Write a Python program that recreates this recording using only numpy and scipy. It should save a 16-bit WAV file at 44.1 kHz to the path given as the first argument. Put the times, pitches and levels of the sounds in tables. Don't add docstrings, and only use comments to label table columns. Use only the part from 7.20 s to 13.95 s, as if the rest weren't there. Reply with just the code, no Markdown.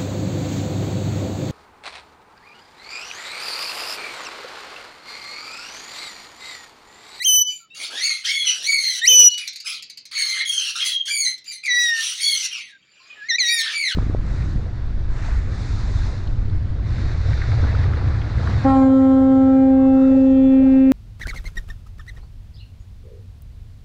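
import sys
import numpy as np
from scipy import signal
from scipy.fft import rfft, irfft, next_fast_len
from scipy.io import wavfile
from scipy.ndimage import uniform_filter1d

SR = 44100
rng = np.random.default_rng(int(sys.argv[2]) if len(sys.argv) > 2 else 0)


def unload_audio(sound):
    columns = np.transpose(np.atleast_2d(sound))
    steps = np.round(np.clip(columns, -1, 1) * 32767)
    wavfile.write(sys.argv[1], SR, steps.astype(np.int16))


N = 297675
TOP_HZ = 15830


def amp(db):
    return 10 ** (np.asarray(db) / 20)


def unit(x):
    return x / np.sqrt(np.mean(np.abs(x) ** 2) + 1e-20)


def along(points, hz):
    freq_hz, values = np.transpose(points)
    return np.interp(np.log(hz + 1), np.log(freq_hz + 1), values)


def filtered(x, response):
    size = next_fast_len(N + 8192)
    return irfft(rfft(x, size) * response(np.fft.rfftfreq(size, 1 / SR)), size)[..., :N]


def noise(spectrum):
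    return unit(filtered(rng.standard_normal(N), lambda f: amp(along(spectrum, f))))


def flutter(n, width_hz):
    hz = np.fft.fftfreq(next_fast_len(n + SR // 4), 1 / SR)
    white = rng.standard_normal(len(hz)) + 1j * rng.standard_normal(len(hz))
    return unit(np.fft.ifft(white / (1 + (hz / width_hz) ** 2) ** 2))[:n]


def contours(rows, edge_s):
    time_s, *columns = np.transpose(rows)
    i = np.arange(max(round(time_s[0] * SR), 0), min(round(time_s[-1] * SR), N))
    fade = np.clip(np.minimum(i - i[0] + 1, i[-1] - i + 1) / (edge_s * SR), 0, 1)
    curves = [uniform_filter1d(np.interp(i / SR, time_s, c), size=440, mode="nearest") for c in columns]
    return i, fade, curves


def yard_air(level_db=-69, waver_db=4):
    # freq_hz, gain_db
    spectrum = [(30, -18), (130, 0), (300, -4), (800, -14), (1500, -15), (3000, -13), (5000, -19),
                (8000, -36), (16000, -48)]
    return noise(spectrum) * amp(level_db + waver_db * flutter(N, 6).real)


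def whistles(calls, step_db, slope_db, membrane_db, waver, membrane_hz=500):
    out = np.zeros(N)
    for rows in calls:
        i, fade, (hz, *levels_db) = contours(rows, edge_s=0.0027)
        phase = 2 * np.pi * np.cumsum(hz) / SR
        levels_db += [levels_db[2] + step_db + slope_db * k for k in range(5)]
        gate = np.clip((levels_db[1] + 17.5) / 6, 0, 1) * (hz > 2900)
        depth = gate * amp(membrane_db) * (1 + flutter(len(i), 12).real)
        membrane = depth * np.sin(2 * np.pi * membrane_hz * i / SR + 2.4 * flutter(len(i), 40).real)
        out[i] += fade * membrane * amp(levels_db[0] - 1)
        for k, db in enumerate(levels_db, 1):
            tone = (1 + waver * flutter(len(i), 38)) * np.exp(1j * k * phase)
            out[i] += np.sqrt(2) * fade * (1 + 2 * membrane) * amp(db) * tone.real * (k * hz < TOP_HZ)
    return out


def high_whistles(settle_s=0.026, held_db=(1, 5.5, -9.5), swell_db=(0, 4, -2)):
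    # top_s, hold_end_s, top_hz, hold_first_hz, hold_last_hz, level_db, third_offset_db, echo_offset_db
    notes = [(0.062, .223, 3298, 3020, 2996, -22, 5, 5.1),
             (1.89, 2.081, 3200, 3008, 2927, -15.5, -3.5, -5.5)]
    # from_top_s, pitch_ratio, partial1_db, partial2_db, partial3_db (re note level)
    swoop = [(-.075, 0.56, -14.5, -16.5, -42.5), (-.038, 0.61, -4, -4.5, -19.5),
             (-.022, 0.8, -17.5, -13.5, -18), (-.011, .93, -7.5, 11, -27.5), (0, 0.97, 3.5, -1, -15)]
    # from_hold_end_s, partial1_db, partial2_db, partial3_db (re note level plus echo offset)
    echo_tail = [(.018, -17, -16, -50), (.055, -6.5, -8, -40.5), (.13, -17, -33.5, -66),
                 (.18, -53, -40, -80)]
    calls = []
    for top_s, end_s, top_hz, first_hz, last_hz, db, third_db, echo_db in notes:
        hold_db = db + np.add(held_db, [0, 0, third_db])
        rows = [(top_s + s, ratio * top_hz, *np.add(db, levels)) for s, ratio, *levels in swoop]
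        rows += [(top_s + settle_s, first_hz, *hold_db), (end_s, last_hz, *(hold_db + swell_db))]
        rows += [(end_s + s, last_hz, *np.add(db + echo_db, levels)) for s, *levels in echo_tail]
        calls.append(rows)
    return whistles(calls, step_db=0, slope_db=-5.5, membrane_db=-24, waver=0.37)


def syllable(start_s, rise_s, length_s, first_hz, top_hz, last_hz, arch,
             peak_db, fade_db, peak_rasp, last_rasp, tilt_db_oct):
    attack_db, onset_rasp, hoarse_share = 15.5, 0.7, 0.37
    scoop = [(start_s + v * rise_s, first_hz + v * (top_hz - first_hz),
              peak_db - (1 - v ** 2) * attack_db, onset_rasp, tilt_db_oct) for v in (0, hoarse_share)]
    u = np.linspace(0, 1, num=8)
    time_s = start_s + rise_s + u * (length_s - rise_s)
    hz = top_hz + u ** arch * (last_hz - top_hz)
    db = peak_db - fade_db * u ** 1.58
    rasp = peak_rasp + (last_rasp - peak_rasp) * u ** 1.32
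    return scoop + list(zip(time_s, hz, db, rasp, np.full_like(u, tilt_db_oct)))


def break_up(x, patchy_db):
    spectra = signal.stft(x, nperseg=512)[2]
    patches = uniform_filter1d(rng.standard_normal(spectra.shape), size=6, axis=0)
    patches = uniform_filter1d(patches, size=9, axis=1)
    return signal.istft(spectra * amp(patchy_db * unit(patches)), nperseg=512)[1][:N]


def squawks(syllables, throat, flutter_hz, tremble, jitter, jitter_hz, growl_db, patchy_db, steady=0.84):
    out, harmonics = np.zeros(N), np.arange(1, 12)
    for row in syllables:
        i, fade, (hz, db, rasp, tilt_db_oct) = contours(syllable(*row), edge_s=0.0044)
        rasp = np.clip(rasp, 0, 1)
        wander = flutter(len(i), jitter_hz)
        pitch_ratios = 1 + np.array([tremble * np.sqrt(rasp) * wander.real, jitter * wander.imag])
        even, torn = np.exp(1j * np.pi * np.cumsum(hz * pitch_ratios, axis=1) / SR)
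        tilt_db = tilt_db_oct * np.log2(harmonics[:, None])
        power = np.sum(amp(2 * (along(throat, harmonics[:, None] * hz) + tilt_db)), axis=0)
        for k in harmonics:
            shimmer = (steady / k + flutter(len(i), flutter_hz * k ** 0.62)) / np.hypot(1, steady / k)
            growl = rasp * amp(growl_db) * flutter(len(i), 420) * torn ** (2 * k - 1)
            hoarse = flutter(len(i), 200) * torn ** (2 * k) + growl
            partial = np.sqrt(1 - rasp ** 2) * shimmer * even ** (2 * k) + rasp * hoarse
            in_band = k * hz < SR / 2 - 3000
            out[i] += np.sqrt(2 / power) * fade * amp(db + tilt_db[k - 1]) * in_band * partial.real
    return break_up(filtered(out, lambda f: amp(along(throat, f))), patchy_db)


def far_voice():
    syllables = [ (.265, 0.012, 0.19, 2437, 2403, 2337, .52, -37, 25, 0.39, 0.22, 7),
                 (2.056, 0.051, 0.1, 2265, 2105, 2160, 1.1, -45.5, 1.5, .7, .94, 4.9),
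                 (4.252, .023, 0.078, 2364, 2406, 2338, 1.1, -34.5, 2, 0.19, 0.17, -0.2),
                 (5.45, .42, 0.7, 2277, 2450, 2507, 1.1, -54, 1.6, 0.72, 0.78, -7.1)]
    # freq_hz, gain_db
    throat = [(700, -42), (1300, -6.5), (2300, -2.5), (4500, 3.5), (6000, -9.5), (7200, 3.5), (8000, -18.5),
              (15000, -25.5)]
    return squawks(syllables, throat, flutter_hz=140, tremble=0.024, jitter=0.31, jitter_hz=138.3,
                   growl_db=2, patchy_db=-3.5)


def far_peeps(overtone_db=-20, edge_db=5.5):
    # start_s, length_s, first_hz, last_hz, peak_db
    peeps = [(0.399, 0.081, 1380, 1286, -54), (0.5, 0.11, 2630, 2930, -46), (0.498, 0.11, 3680, 4050, -50),
             (5.47, .11, 1774, 1540, -49.5), (5.799, 0.29, 1020, 1400, -58.5),
             (5.891, 0.053, 2480, 2450, -39.5)]
    out = np.zeros(N)
    for start_s, length_s, first_hz, last_hz, peak_db in peeps:
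        rows = [(start_s, first_hz, peak_db - edge_db),
                (start_s + length_s / 2, (first_hz + last_hz) / 2, peak_db),
                (start_s + length_s, last_hz, peak_db - edge_db)]
        i, fade, (hz, db) = contours(rows, edge_s=0.0043)
        phasor = np.exp(2j * np.pi * np.cumsum(hz) / SR)
        tone = (0.63 + flutter(len(i), 64)) * phasor
        overtone = amp(overtone_db) * flutter(len(i), 77.6) * phasor ** 2
        out[i] += fade * amp(db) * (tone + overtone).real
    return out


def low_voice():
    syllables = [ (.545, .09, .16, 2213, 2373, 2230, 1.5, -30, 24, 0.58, 1, 0),
                 (.702, 0.15, .34, 1380, 2243, 2056, 0.61, -21, 30.8, 0.25, 0.89, -2.5),
                 (1.037, .07, 0.32, 1538, 2250, 1976, .9, -24.5, 19, 0.018, .75, -3),
                 (1.42, .06, 0.38, 1662, 2266, 1929, 1.1, -22, 10.4, 0.088, .5, 0),
                 (2.17, .022, .12, 2243, 2510, 2198, 0.78, -33, 16, .28, .6, -2),
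                 (2.443, .025, .16, 2547, 2474, 2400, 2.1, -30, 24.5, 0.56, 1, 0),
                 (2.911, .075, 0.32, 2273, 2195, 2032, 0.82, -21.5, 10.7, 0.27, .7, -3),
                 (3.252, .034, 0.3, 2132, 2254, 2004, 0.8, -35, 17, .15, 1, 5.5),
                 (3.548, 0.0059, 0.087, 2384, 2500, 2560, 1.8, -34, 5.9, 1, 0.98, -0.5),
                 (3.62, .04, 0.14, 2145, 2063, 1954, 0.75, -24, 17, .57, 0.69, 3.5),
                 (3.853, .06, .21, 2150, 2355, 2073, 1.5, -23, 1.6, 0.012, 0.038, 1.3),
                 (4.049, 0.015, 0.12, 1965, 2030, 2114, 1.1, -24, 34.5, 0.22, .51, -0.3),
                 (4.31, .012, 0.16, 2030, 2081, 2056, 2.6, -31, 63, 0.17, 0.5, 2.5),
                 (4.431, .012, .053, 2317, 2462, 2140, .92, -27.5, 7.6, .13, 0.25, -5),
                 (4.5, 0.1, 0.21, 2370, 2520, 2516, 1.1, -33, 6.4, 0.42, 0.7, 5),
                 (4.751, .068, 0.26, 2290, 2120, 2088, 1.4, -33.5, 12, 1, 0.95, 2),
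                 (4.97, 0.055, 0.33, 2160, 2235, 2010, 1.1, -23.5, 22, 0.043, 0.61, 0.5),
                 (5.288, .031, 0.23, 2564, 2550, 1870, 0.59, -42.5, 11, .12, 0.55, -4.2),
                 (6.2, .11, .225, 1750, 2400, 1483, 4.5, -24, 3, 0.027, .4, 2),
                 (6.422, 0.0089, .13, 1838, 1780, 1772, 1.1, -28, 9.1, 0.72, 1, -5),
                 (6.512, .05, .22, 2185, 2316, 1392, 2.3, -23.5, 4.4, 0.018, 0.43, -5)]
    # freq_hz, gain_db
    throat = [(600, -62), (900, -24), (1300, 3), (2200, 7.5), (3300, 12), (4300, 11), (5300, 4.5),
              (6300, 7.5), (7300, -3), (9000, -0.5), (10800, 0), (12700, -34), (15000, -11.5)]
    return squawks(syllables, throat, flutter_hz=105, tremble=0.0273, jitter=0.13, jitter_hz=150.9,
                   growl_db=2, patchy_db=4)


def rustle(rise_db=13, fall_db=18):
    # peak_s, rise_s, fall_s, peak_db
    swells = [(.62, 0.056, .07, -48), (0.749, 0.071, 0.086, -42.5), (1.451, 0.2, 0.013, -54.5),
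              (6.0, 0.29, 0.059, -62), (6.52, 0.069, 0.13, -56.5)]
    out = np.zeros(N)
    low = noise([(40, -93), (250, -5.5), (600, 1), (1200, -6), (3000, -34)])
    for peak_s, rise_s, fall_s, peak_db in swells:
        rows = [(peak_s - rise_s, peak_db - rise_db), (peak_s, peak_db),
                (peak_s + fall_s, peak_db - fall_db)]
        i, fade, (db,) = contours(rows, edge_s=0.0097)
        out[i] += fade * amp(db + 3 * flutter(len(i), 12).real) * low[i]
    return out


def high_voice():
    syllables = [ (1.038, .015, .1, 3113, 3190, 3220, 1.1, -27, 12, 0.69, .86, 0),
                 (1.129, 0.018, .12, 3120, 3417, 3358, 0.45, -25.5, 2.7, 0.019, .2, -2),
                 (1.239, 0.032, .22, 3055, 3026, 2798, .99, -24, 24, 0.5, 1, 1),
                 (1.602, 0.045, .2, 3317, 3250, 2893, 1.7, -35, 3.9, .39, 0.99, 5.8),
                 (3.248, 0.012, .27, 3396, 3307, 2774, 1.3, -22.5, 10.5, .12, 0.94, 0),
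                 (3.57, 0.046, .14, 3200, 3286, 3360, 1.6, -30.5, 12, 0.7, .39, -2),
                 (3.692, 0.032, .13, 3464, 3306, 3210, .66, -27, 3.9, .01, .07, -10.5),
                 (3.861, 0.019, .06, 3112, 3170, 3363, .47, -29.5, 18, 1, 0.72, -1.7),
                 (4.669, .1, .28, 2923, 2853, 2940, 2.3, -30.5, 7.3, 0.72, .95, 2),
                 (4.999, 0.053, .27, 3210, 3387, 2747, 1.3, -25, 5, 0.15, 0.85, 4.5),
                 (5.291, .028, .14, 3210, 3020, 2147, 0.76, -29, 14, .44, 0.41, -4.5)]
    # freq_hz, gain_db
    throat = [(800, -30.5), (1600, -16.5), (2600, -1.5), (3400, -1.5), (5000, -8.5), (5900, 0.5),
              (6600, -17), (9500, -16.5), (12500, -32.5), (15500, -43)]
    return squawks(syllables, throat, flutter_hz=59, tremble=0.029, jitter=0.12, jitter_hz=154.4,
                   growl_db=6.5, patchy_db=3.5)


def chips(attack_s=0.0024, t60_s=0.037, drop=0.16, drop_s=0.01, gain_db=-2):
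    # start_s, level_db, partial2_hz
    events = [(2.177, -21, 4240), (2.2744, -21, 4405), (2.3297, -33.5, 4750), (2.358, -26.5, 4700),
              (2.4011, -28.5, 5096), (2.6237, -28, 5040), (2.697, -30, 4870), (2.7728, -31, 5020),
              (2.853, -33.5, 4570), (4.178, -38.5, 4080), (4.2422, -41.5, 4640), (4.4567, -25.5, 4450)]
    # freq_hz, gain_db
    throat = [(1000, -16.5), (2400, -3), (4700, 10), (7000, -2), (10000, -12), (12500, -13), (15500, -22)]
    out, t = np.zeros(N), np.arange(SR // 10) / SR
    for start_s, level_db, partial2_hz in events:
        phase = np.pi * partial2_hz * np.cumsum(1 - drop * np.clip(t / drop_s, 0, 1)) / SR
        stack = sum((flutter(len(t), 730) * np.exp(1j * k * phase)).real for k in range(1, 8))
        envelope = amp(level_db + gain_db - 60 * t / t60_s) * (1 - np.exp(-t / attack_s))
        out[round(start_s * SR):][:len(t)] += envelope * stack
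    return filtered(out, lambda f: amp(along(throat, f)))


def low_whistles():
    # time_s, pitch_hz, level_db, beak_open_db
    notes = [
        [(4.48, 2043, -21.5, -22), (4.51, 1948, -19.5, -8), (4.63, 1935, -21, -6), (4.7, 1863, -22.5, -4),
         (4.79, 1808, -19.5, -31), (4.84, 1802, -43, -12)],
        [(5.97, 1720, -50, -17.5), (6.026, 1660, -37, -24.5), (6.08, 1920, -37.5, -18)],
        [(6.085, 2158, -28, -15), (6.105, 2007, -25.5, 3.5), (6.122, 1807, -19.5, -6.5), (6.138, 1835, -25, -1),
         (6.163, 2030, -26.5, 5.5)],
        [(6.183, 2444, -13, -14), (6.203, 2104, -29, 11), (6.22, 2011, -25, 1.5), (6.245, 1903, -26.5, -2),
         (6.33, 1890, -24.5, -5.5), (6.4, 1818, -26.5, -1), (6.47, 1780, -33, -3)],
    ]
    # freq_hz, gain_db
    throat = [(3500, -9), (3800, 5.5), (4200, 3.5), (4800, -13), (5400, -4), (5900, 1.5), (6400, -5),
              (7300, -14)]
    calls = [[(s, hz, db, *(db + open_db + along(throat, hz * np.arange(2, 4))))
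              for s, hz, db, open_db in rows] for rows in notes]
    return whistles(calls, step_db=-46.5, slope_db=-1, membrane_db=-90, waver=0.32)


def shed(x):
    # freq_hz, t60_s
    decay = [(500, 0.037), (3000, 0.32), (12000, 0.0077)]
    hz, t, spectra = signal.stft(rng.standard_normal(SR // 2), SR, nperseg=256)
    tail = signal.istft(spectra * amp(-60 * t / along(decay, hz)[:, None]), SR, nperseg=256)[1]
    delayed = np.pad(x, (200, 0))
    return signal.fftconvolve(delayed, tail / np.linalg.norm(tail))[:N]


def scene():
    clear = high_whistles() + low_whistles()
    rough = low_voice() + high_voice() + far_voice()
    dry_chips = chips()
    reverb = shed(amp(-18) * clear + amp(-6.5) * rough + amp(-4.5) * dry_chips)
    return (clear + rough + dry_chips + reverb + far_peeps() + yard_air() + rustle())[None]


def record(dry):
    ceiling, highpass_hz = 0.75, 400
    power = uniform_filter1d(dry ** 2, size=600, axis=1)
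    fuzz = amp(-26) * np.abs(power) ** 1.5 * noise([(30, -12), (500, 6), (16000, -13)])
    rounded = dry / (1 + np.abs(dry / ceiling) ** 6) ** (1 / 6)
    distortion = filtered(rounded - dry, lambda hz: hz ** 2 / (hz ** 2 + highpass_hz ** 2))
    return filtered(dry + distortion + fuzz, lambda hz: hz < TOP_HZ)


dry = scene()
out = record(dry)
unload_audio(out)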